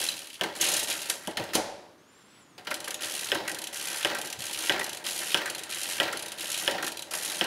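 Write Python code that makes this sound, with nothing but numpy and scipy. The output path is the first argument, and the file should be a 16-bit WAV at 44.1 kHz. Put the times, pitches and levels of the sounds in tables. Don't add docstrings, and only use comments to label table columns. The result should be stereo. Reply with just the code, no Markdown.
import sys
import numpy as np
from scipy import signal
from scipy.fft import rfft, irfft, next_fast_len
from scipy.io import wavfile
from scipy.ndimage import uniform_filter1d

SR = 44100
rng = np.random.default_rng(int(sys.argv[2]) if len(sys.argv) > 2 else 0)


def makeup_ratio(level_db):
    decades = np.asarray(level_db, float) / 20
    return 10 ** decades


def inscribe(sig):
    pcm = np.round(np.clip(np.atleast_2d(sig).T, -1, 1) * 32767)
    wavfile.write(sys.argv[1], SR, pcm.astype(np.int16))


N = 328986

# time in seconds, peak in dB, housing in dB, bright crack in dB,
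# linkage peak in dB.
CLUNKS = [(0.411, -4.5, -36, -18, -19), (1.0994, -26, -28, 10.5, -21), (1.2731, -14, -4, -11.5, -32),
          (1.371, -13, -33, -29, -20.5), (1.5495, -26, 11, -21, -20), (2.671, -26, -34, -33, -23),
          (3.3177, 0.5, -20, -28, -16.5), (4.0479, 1, -17.5, -20, -14.5), (4.6957, 1, -31, -21.5, -13.5),
          (5.3444, 2.5, -23, -19, -14), (6.0005, 1, -29, -22.5, -12.5), (6.6774, 1.5, -18, -24, -21),
          (7.411, 0, -19, -31, -15.5)]
# start in seconds, end in seconds, first level in dB, last level in dB,
# body share in dB.
DRIVES = [(0.0, 0.41, -32.5, -62, -5), (0.551, .6, -41, -51, -1.5), (0.598, 0.846, -35.5, -39.5, -2),
          (0.872, 1.095, -33.5, -47.5, -4), (1.087, 1.27, -38.5, -57, -1.5), (3.006, 3.312, -39.5, -43, -6),
          (3.727, 4.03, -41.5, -41, -6), (4.388, 4.683, -43.5, -39, -7), (5.04, 5.333, -38.5, -41.5, -5.5),
          (5.692, 5.972, -42.5, -41, -5.5), (6.375, 6.672, -44.5, -39.5, -5.5),
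          (7.108, 7.395, -41.5, -41.5, -5.5)]
# frequency in Hz, width in Hz, level in dB.
HOUSING = [(186, 83, -9), (319.6, 26.6, 1), (356.6, 26, -1.5), (396, 31, -0.5), (459, 66, -3.5),
           (580.5, 69, 1.5), (637.7, 61, 1), (769, 69, -2), (899, 72, -1.5), (1036, 175, -9.5)]
# frequency in Hz, width in Hz, level in dB.
LINKAGE = [(1378, 240, -10), (1525, 84, 5.5), (1614, 550, 0.5), (1939, 66, 6), (2080, 320, -7)]
# frequency in Hz, width in Hz, level in dB.
WHEELS = [(5540, 5700, -3), (6710, 3400, 2), (9020, 2160, -1.5), (10940, 1550, -2), (13400, 1400, -16.5)]
# frequency in Hz, width in Hz, level in dB.
PAWLS = [(2620, 760, -3.5), (2981, 286, 4.5), (3160, 392, 0.5), (4040, 510, -1), (4560, 1220, -7)]
REST_START_S, REST_END_S = 1.95, 2.55
ZIP_START_S, ZIP_END_S = 0.6, 1.08


def unit(x):
    return x / np.sqrt(np.mean(x ** 2) + 1e-20)


def along(points, hz):
    f, v = np.transpose(points)
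    return np.interp(np.log(hz + 1), np.log(f + 1), v)


def filtered(x, response):
    m = next_fast_len(N + SR // 2)
    spectrum = rfft(x, m) * response(np.fft.rfftfreq(m, 1 / SR))
    return irfft(spectrum, m)[..., :N]


def resonate(x, peaks):
    def body(f):
        total = 0
        for k, (centre, width, db) in enumerate(peaks):
            sign = (-1) ** k
            total = total + sign * makeup_ratio(db) * 1j * f * width / (centre * centre - f * f + 1j * f * width)
        return total

    norm = np.sqrt(np.mean(np.abs(body(np.arange(1, SR / 2))) ** 2))
    return filtered(x, body) / norm


def place(sounds, times):
    at = np.round(np.asarray(times) * SR).astype(int)[:, None] + np.arange(sounds.shape[1])
    return np.bincount(at.ravel(), sounds.ravel(), N + SR)[:N]


def bursts(times, levels_db, rise, t60, size=SR // 20):
    t = np.arange(size) / SR
    shape = (1 - np.exp(-t / rise)) * makeup_ratio(-60 * t / t60)
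    puffs = makeup_ratio(levels_db)[:, None] * shape * rng.standard_normal((len(times), size))
    return place(puffs, times)


def lever():
    # frequency in Hz, level in dB, t60 in seconds.
    modes = [(364, -18.5, 0.076), (583, -17, 0.09), (1680, -1.5, 0.014), (1990, -15, 0.02),
             (2565, -11.5, 0.058), (2990, 0, 0.017), (3150, 8, 0.0085), (3330, -3.5, 0.012),
             (5270, -6.5, 0.012)]
    t = np.arange(SR // 8) / SR
    ring = np.zeros(N + SR)
    s, db, housing_db, bright_db, _ = np.transpose(CLUNKS)
    scatter_db = rng.normal(0, 1.5, (len(s), len(modes)))
    for start, level_db, scatter in zip(s, db, scatter_db):
        tone = sum(makeup_ratio(mode_db + d - 60 * t / t60) * np.sin(2 * np.pi * hz * t)
                   for (hz, mode_db, t60), d in zip(modes, scatter))
        ring[round(start * SR):][:len(t)] += makeup_ratio(level_db - 13.0) * tone * (1 - np.exp(-t / 0.00086))
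    thump = resonate(bursts(s, db + housing_db + 0.5, rise=0.0037, t60=0.039), HOUSING)
    crack = resonate(bursts(s, db + bright_db - 0.5, rise=0.000086, t60=0.0061), WHEELS)
    return ring[:N] + thump + crack


def knocks():
    # time in seconds, peak in dB, housing in dB.
    between = [(0.4367, -19.5, -5), (0.613, -42, -20), (2.582, -40, -6), (2.7106, -13, -10),
               (2.8749, -22, -9), (3.35, -19, 2), (3.477, -19, -18), (3.495, -24, -13), (4.11, -18, -9),
               (4.149, -18, -20), (4.165, -22.5, -29), (4.7601, -21, -19), (4.7932, -23, -1),
               (4.81, -17, -6), (5.4152, -20, -26), (5.457, -20, -20), (5.476, -20.5, -24),
               (6.033, -32, -23), (6.08, -19, -20), (6.129, -20, -18), (6.781, -22.5, -23),
               (6.827, -16.5, -7.5), (6.846, -24, -15), (6.87, -18, -17), (7.1374, -21.5, -14)]
    blows = [(s + 0.00089, db, -12) for s, *_, db in CLUNKS]
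    slack = [(s - 0.018, db - 14, housing_db) for s, db, housing_db in blows
             if not ZIP_START_S < s < REST_START_S]
    return np.transpose(between + blows + slack)


def linkage():
    s, db, housing_db = knocks()
    bars = resonate(bursts(s, db - 5.5, rise=0.0011, t60=0.041), LINKAGE)
    return bars + resonate(bursts(s, db + housing_db - 2.0, rise=0.0041, t60=0.042), HOUSING)


def ticks():
    # time in seconds, peak in dB, pawl in dB. Wheels coast to a stop.
    coasting = [(0.0873, -16.5, -6), (0.1658, -27, -6), (0.1896, -27, -6), (0.2171, -29.5, -8),
                (0.243, -36, -1), (0.2699, -32, -6), (0.3, -33, -1)]
    clearing = [(0.0144, -25, -7), (0.039, -20.5, -16.5), (0.064, -26, -3), (0.115, -31.5, -3.5),
                (0.329, -37, -3), (0.341, -36, -3), (0.3526, -45, 5), (0.434, -27, 1.5),
                (0.6112, -10.5, -10.5), (0.6386, -14, -8.5), (0.6637, -16.5, -7), (0.6857, -14.5, -11),
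                (0.716, -14.5, -14), (0.7375, -14, -9.5), (0.765, -14, -17), (0.7922, -15.5, -14),
                (0.8296, -17, -26), (0.883, -48, -11), (0.8998, -17, -6), (1.0164, -22, -11),
                (1.056, -28, -13), (1.098, -13.5, -14), (1.2492, -45, -4), (1.2735, -31, -8),
                (1.3085, -39, -3), (1.3702, -27, 2.5), (1.438, -33, -13), (1.5422, -36, -2),
                (1.5449, -27, -1), (1.5509, -11.5, -15), (1.556, -25, 0), (1.5645, -30, -12)]
    pawl_drops = [
        (2.5792, -47.5, 9),
        (2.5947, -54, -4),
        (2.6692, -45, 15),
        (6.408, -39.5, 9),
        (6.543, -38, -2),
        (6.779, -48, 12),
    ]
    counting = [(3.004, -40, -14), (3.0211, -37, -4), (3.0326, -22, 0), (3.0435, -19, -5),
                (3.1098, -29, -13), (3.12, -29, -7), (3.1377, -17.5, -14), (3.15, -17, -11),
                (3.1915, -17, -10), (3.209, -19, -9), (3.2439, -21, -12), (3.256, -29, -13),
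                (3.2697, -31, -2), (3.2865, -30, 3), (3.2967, -32, 3), (3.7273, -37, -12), (3.758, -26, -1),
                (3.7814, -28, -10), (3.797, -26, -10), (3.811, -20.5, -18), (3.8538, -19, -17),
                (3.8709, -19, -3), (3.8833, -18, -15), (3.9006, -21, -7), (3.9585, -19, -12),
                (3.97, -25, -13), (3.982, -22, -19), (3.9945, -23, -13), (4.008, -25, -3), (4.0275, -24, 2),
                (4.3898, -38, -9), (4.4041, -27, -8), (4.4193, -21.5, -5), (4.439, -22, -16),
                (4.454, -23, -11), (4.4658, -21, -20), (4.51, -23, -21), (4.5297, -17, -11),
                (4.5446, -24.5, 1), (4.5882, -17, -11), (4.623, -24, -9), (4.636, -27, -10),
                (4.6487, -24, -10), (4.6593, -27, -10), (4.67, -24, 0.5), (5.0644, -20, 1),
                (5.0855, -19, -4), (5.1197, -25, -13), (5.131, -32, -11), (5.161, -18, -19),
                (5.177, -18, -18), (5.1887, -15, -12), (5.2311, -24, -4), (5.2567, -27, -9),
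                (5.2675, -22, -14), (5.2822, -25, -9), (5.292, -26, -2), (5.304, -25, -1), (5.317, -23, 1),
                (5.3267, -31, -1),
                (5.7101, -27, -9), (5.7227, -23, -1), (5.735, -33, -10), (5.745, -21, -16),
                     (5.7576, -24, -19), (5.7703, -29, -11), (5.7833, -22, -15), (5.8142, -19, -16),
                     (5.8313, -13.5, -13), (5.8879, -20, -8), (5.8976, -18, -9), (5.9094, -19.5, -7),
                     (5.921, -17, -12), (5.932, -28, -3), (5.944, -28, -12), (5.956, -39, -9),
                     (5.98, -27, 2), (6.3946, -25.5, -16), (6.4065, -33, -9), (6.4195, -35, -9),
                     (6.4275, -27, -18), (6.4428, -20, -20), (6.4559, -31, -9), (6.4689, -24, -12),
                     (6.5, -19, -11), (6.5159, -13, -12), (6.5273, -18, -12), (6.5422, -20, -4),
                     (6.5752, -15.5, -10), (6.5971, -20, -12), (6.6099, -27, -13), (6.6211, -42, -10),
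                     (6.6354, -37, -9), (6.6583, -27, 0), (7.11, -55, -10), (7.1353, -14, -11),
                     (7.1504, -15, -18), (7.173, -29, -17), (7.185, -23, -9), (7.2233, -21, -12),
                     (7.2317, -19, -16), (7.2477, -13.5, -16), (7.258, -17, -12), (7.277, -21, -16),
                     (7.298, -18.5, -7), (7.3183, -18, -8), (7.3447, -23, -3), (7.3553, -24, -5),
                     (7.3684, -35, 3), (7.3816, -26, -4), (7.3913, -31, 2)]
    answers = [(3.3463, -19, -5.5), (4.069, -27, -1), (4.7197, -23, 1), (5.3717, -25, 3),
               (6.0289, -23.5, 3.5), (6.7096, -21, -3), (7.44, -20.5, -2)]
    # time in seconds, peak in dB.
    tens_carried = [(2.6477, -43), (2.706, -29), (2.741, -22), (2.802, -29), (2.8424, -28), (2.8547, -33),
                    (2.878, -24), (2.9057, -22.5), (2.9422, -23.5), (3.4775, -23.5), (3.4936, -25),
                    (3.5146, -25), (3.545, -26), (3.5861, -25.5), (3.616, -25.5), (3.639, -24),
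                    (3.67, -25), (4.147, -25.5), (4.185, -24.5), (4.2135, -24), (4.2462, -29),
                    (4.2555, -28), (4.271, -26.5), (4.2998, -26.5), (4.3262, -24),
                    (4.7938, -23), (4.8302, -29), (4.8417, -23.5), (4.863, -28.5), (4.893, -26),
                    (4.929, -26.5), (4.946, -29), (4.97, -28), (5.4573, -26), (5.498, -21.5),
                    (5.5476, -25.5), (5.58, -27.5), (5.591, -28), (5.634, -26.5), (6.126, -25.5),
                    (6.1706, -25), (6.1928, -26), (6.2238, -24.5), (6.2594, -27), (6.2814, -28.5),
                    (6.3182, -25.5), (6.8247, -25.5), (6.8433, -23.5), (6.865, -22.5), (6.878, -23),
                    (6.9186, -26.5), (6.9704, -27), (6.992, -28), (7.0213, -27)]
    steps = [(s, db - 7, pawl_db) for s, db, pawl_db in counting]
    rebounds = [(s, db - 4.5, pawl_db) for s, db, pawl_db in answers + coasting]
    carries = [(s, db, -9) for s, db in tens_carried]
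    engages = [(s, -66, 0) for s, *_ in DRIVES]
    return np.transpose(clearing + steps + pawl_drops + carries + rebounds + engages)


def pings(s, db):
    # frequency in Hz, relative pitch spread, level in dB, t60 in seconds.
    wheel_rings = [(3280, 0.17, -13, 0.014), (4010, .04, -10, 0.018), (6670, 0.085, -11, .012),
                   (9350, 0.049, -11.5, 0.0067), (10670, 0.039, -18, 0.011)]
    t = np.arange(SR // 40) / SR
    rings = np.zeros((len(s), len(t)))
    chance = rng.standard_normal((len(s), len(wheel_rings), 2))
    for k, (hz, spread, level_db, t60) in enumerate(wheel_rings):
        pitch_hz = hz * (1 + spread * chance[:, k, :1])
        size_db = level_db + 7.2 * chance[:, k, 1:]
        envelope = makeup_ratio(db[:, None] + size_db - 60 * t / t60) * (1 - np.exp(-t / 0.0017))
        rings += envelope * np.sin(2 * np.pi * pitch_hz * t)
    return place(rings, s)


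def wheels():
    s, db, pawl_db = ticks()
    drag = (s > ZIP_START_S) & (s < ZIP_END_S)
    step = ~drag
    bright = bursts(s[step], db[step] + 0.24, rise=0.002, t60=0.026)
    bright += bursts(s[drag], db[drag] - 0.8, rise=0.0055, t60=0.042)
    low_db = db + pawl_db
    dull = bursts(s[step], low_db[step] - 0.4, rise=0.00088, t60=0.06)
    dull += bursts(s[drag], low_db[drag] + 0.7, rise=0.011, t60=0.13)
    return resonate(bright, WHEELS) + resonate(dull, PAWLS) + pings(s, db)


def strokes(rows, part_db, fall, body, bend, rise):
    power, t = np.zeros(N), np.arange(N) / SR
    release_s = 0.021
    for start, end, first_db, last_db, body_db in rows:
        a, b = round(start * SR), round(end * SR) + SR // 10
        u = t[a:b] - start
        glide = np.clip(u / (end - start), 0, 1) ** bend
        db = first_db + fall * (last_db - first_db) * glide + part_db + body * body_db
        let_go = np.exp(-np.maximum(t[a:b] - end, 0) / release_s)
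        power[a:b] += (makeup_ratio(db) * (1 - np.exp(-u / rise)) * let_go) ** 2
    return power


def effort(column):
    # start in seconds, end in seconds, first level in dB,
    # last level in dB, body share in dB.
    shudders = [(.412, .6, -33, -50, 2), (1.273, 1.367, -41, -49.5, 1.5), (1.371, 1.545, -34, -46, 0.5),
                (1.55, 1.95, -49, -77, 13), (2.578, 2.666, -46, -60.5, 0.5), (2.669, 3.0, -42.5, -46, -1.5),
                (3.318, 3.725, -34.5, -47, -0.5), (4.048, 4.385, -29, -46.5, -1.5),
                (4.696, 5.033, -29, -45, -1.5), (5.345, 5.692, -30.5, -44.5, -2),
                (6.0, 6.375, -30, -45.5, -1.5), (6.678, 7.105, -30.5, -50.5, 0.5),
                (7.412, 7.6, -30, -42, -2)]
    # teeth, pawls, linkage, housing in dB.
    drive_db = (1.5, 3, 2.5, 0)
    # teeth, pawls, linkage, housing in dB.
    shudder_db = (-25, -3.5, -2.5, 0)
    body = ((0, 0.04, 0.85, 1.21), (0, 0.078, 0.058, 1.79))
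    shudder_fall = (0.24, 1.1, 1.13, 1.24)
    k = column - 1
    drive = strokes(DRIVES, drive_db[k], 0.98, body[0][k], bend=0.71, rise=0.0043)
    shudder = strokes(shudders, shudder_db[k], shudder_fall[k], body[1][k], bend=0.77, rise=0.0022)
    return np.sqrt(drive + shudder)


def stray(rate):
    return rng.random(N) < rate / SR


def meshing():
    # time in seconds, interval between teeth in seconds.
    tooth_interval = [(3.2, .0134), (3.9, .014), (4.5, .0152), (5.2, .0133), (5.85, .0116), (6.5, .0123),
                      (7.3, .0125)]
    s = np.unique(ticks()[0])
    passed = np.diff(s, prepend=0) / np.interp(s, *np.transpose(tooth_interval))
    tooth = np.cumsum(np.maximum(np.round(passed), 1))
    times = np.interp(np.arange(tooth[-1]), tooth, s)
    return np.bincount((times * SR).astype(int), minlength=N)[:N]


def rattle(contacts, scatter_db, t60, smooth):
    hits = contacts * makeup_ratio(scatter_db * rng.standard_normal(N))
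    gate = signal.lfilter([1], [1, -makeup_ratio(-60 / (t60 * SR))], hits)
    gate[round(1.6 * SR):round(REST_END_S * SR)] = gate.mean()
    return (unit(uniform_filter1d(gate, size=90)) + smooth) * rng.standard_normal(N)


def gears():
    mesh = meshing()
    tooth_rattle = rattle(mesh + 0.25 * stray(rate=120), scatter_db=2, t60=0.026, smooth=0.3)
    pawl_rattle = rattle(mesh + 0.4 * stray(rate=120), scatter_db=2.5, t60=0.024, smooth=0.4)
    link_rattle = rattle(stray(rate=170), scatter_db=3.5, t60=0.042, smooth=1.0)
    housing_rattle = rattle(stray(rate=90), scatter_db=2, t60=0.05, smooth=1.1)
    teeth = effort(column=1) * unit(resonate(tooth_rattle, WHEELS))
    pawls = effort(column=2) * unit(resonate(pawl_rattle, PAWLS))
    links = effort(column=3) * unit(resonate(link_rattle, LINKAGE))
    housing = effort(column=4) * unit(resonate(housing_rattle, HOUSING))
    return teeth + makeup_ratio(-2.5) * pawls + makeup_ratio(-2) * links + makeup_ratio(-0.5) * housing


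def squeak():
    # time in seconds, pitch in Hz, level in dB.
    creaks = [
        [(1.98, 5946, -78), (2.01, 6550, -75), (2.046, 6442, -74), (2.098, 7167, -73), (2.132, 7124, -70),
         (2.184, 7660, -69), (2.228, 7079, -67)],
        [(2.232, 7060, -73), (2.272, 7600, -68.5), (2.398, 7930, -66), (2.448, 6850, -73), (2.49, 7040, -74),
         (2.554, 6311, -75), (2.58, 6348, -75)],
    ]
    # multiple of the pitch, level in dB, flicker in dB.
    partials = [(1, 0, 3), (1.23, -11, 5), (1.39, -12, 5)]
    # frequency in Hz, width in Hz, level in dB.
    pin = [(1430, 1200, 3), (3500, 1200, 3), (5400, 1200, -1)]
    s, hz, db = np.transpose(creaks[0] + creaks[1])
    t = np.arange(N) / SR
    drift = uniform_filter1d(rng.standard_normal((4, N)), size=900)
    pitch = uniform_filter1d(np.interp(t, s, hz), size=700) * (1 + 0.003 * unit(drift[3]))
    phase = 2 * np.pi * np.cumsum(pitch) / SR
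    tone = sum(makeup_ratio(level_db + flicker_db * unit(d)) * np.sin(multiple * phase)
               for (multiple, level_db, flicker_db), d in zip(partials, drift))
    rub = makeup_ratio(2) * resonate(rng.standard_normal(N), pin)
    return (tone + rub) * makeup_ratio(np.interp(t, s, db, -140, -140) + 4.0)


def room(x):
    # frequency in Hz, t60 in seconds.
    decay = [(150, 0.13), (700, 0.59), (2000, 0.064), (5000, 0.4), (13000, 0.11)]
    # frequency in Hz, level in dB.
    share = [(100, -18), (500, -1.5), (2000, -7.5), (8000, -4), (14000, -5)]
    hz, t, z = signal.stft(rng.standard_normal((2, SR * 2 // 3)), SR, nperseg=256)
    t60 = along(decay, hz)[:, None]
    tail = signal.istft(z * makeup_ratio(-60 * t / t60) / np.sqrt(t60), SR, nperseg=256)[1]
    delayed = np.pad(x, (150, 0))[None]
    wet = signal.fftconvolve(delayed, tail / np.linalg.norm(tail[0]), axes=1)[:, :N]
    return filtered(wet, lambda hz: makeup_ratio(along(share, hz)))


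def ring_down():
    # frequency in Hz, t60 in seconds.
    decay = [(1500, 0.62), (4000, 0.74), (7000, 0.57), (10400, 0.55), (14000, 0.24)]
    # frequency in Hz, level in dB per Hz.
    colour = [(900, -14), (1500, -3.5), (3000, -11), (5600, -9.5), (9100, -15), (15500, -20)]
    start_s = 1.535
    noise = rng.standard_normal((2, N)) + 1.9 * rng.standard_normal(N)
    steady = unit(filtered(noise, lambda hz: makeup_ratio(along(colour, hz))))
    hz, t, z = signal.stft(steady, SR, nperseg=256)
    fall_db = 60 * np.maximum(t - start_s, 0) / along(decay, hz)[:, None]
    fade = (t > start_s) * makeup_ratio(-30 - fall_db)
    return signal.istft(z * fade, SR, nperseg=256)[1][:, :N]


def tiles():
    # time in seconds, peak in dB.
    thumps = [(0.1, -53), (0.418, -59), (1.273, -57), (1.397, -41.5), (1.552, -54), (2.56, -55),
              (3.343, -63), (4.055, -60), (4.384, -45), (4.699, -76), (5.379, -64), (6.027, -49),
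              (6.691, -63)]
    # frequency in Hz, level in dB per Hz.
    colour = [(25, -27), (60, -63), (85, -0.5), (130, -3.5), (200, -8.5), (500, -42)]
    s, db = np.transpose(thumps)
    hum = makeup_ratio(-43) * np.sqrt(effort(column=4)) * rng.standard_normal(N)
    boom = hum + bursts(s, db, rise=0.0045, t60=0.29, size=SR // 4)
    apart = np.exp(1j * 1.05 * np.array([[1], [-1]]))
    return filtered(boom, lambda hz: makeup_ratio(along(colour, hz) + 31) * apart)


def air():
    # frequency in Hz, level in dB per Hz.
    colour = [(25, -32), (100, -8), (320, -1.5), (700, -11.5), (1100, -9), (3800, -23), (8000, -27),
              (12000, -29), (16000, -40)]
    noise = rng.standard_normal((3, N))
    shared = noise[1:] + 0.084 * noise[0]
    return makeup_ratio(-56.5) * unit(filtered(shared, lambda hz: makeup_ratio(along(colour, hz))))


def scene():
    # frequency in Hz, left minus right in dB.
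    lean = [(60, 20), (180, 1), (550, 1.5), (1650, -1), (4970, -1), (15000, 3.5)]
    machine = lever() + linkage() + wheels() + gears() + squeak()
    direct = filtered(machine, lambda hz: makeup_ratio(along(lean, hz) * np.array([[0.5], [-0.5]])))
    return direct + room(machine) + ring_down() + tiles() + air()


def band_limit(x):
    return signal.sosfilt(signal.butter(12, 16500, fs=SR, output="sos"), x)


def record(dry):
    def response(hz):
        hollow_db = -5 * np.exp(-((hz - 8150) / 280) ** 2)
        return (hz < 15750) * makeup_ratio(hollow_db)

    mix = filtered(dry, response)
    return band_limit(mix)


dry = scene()
out = record(dry)
inscribe(out)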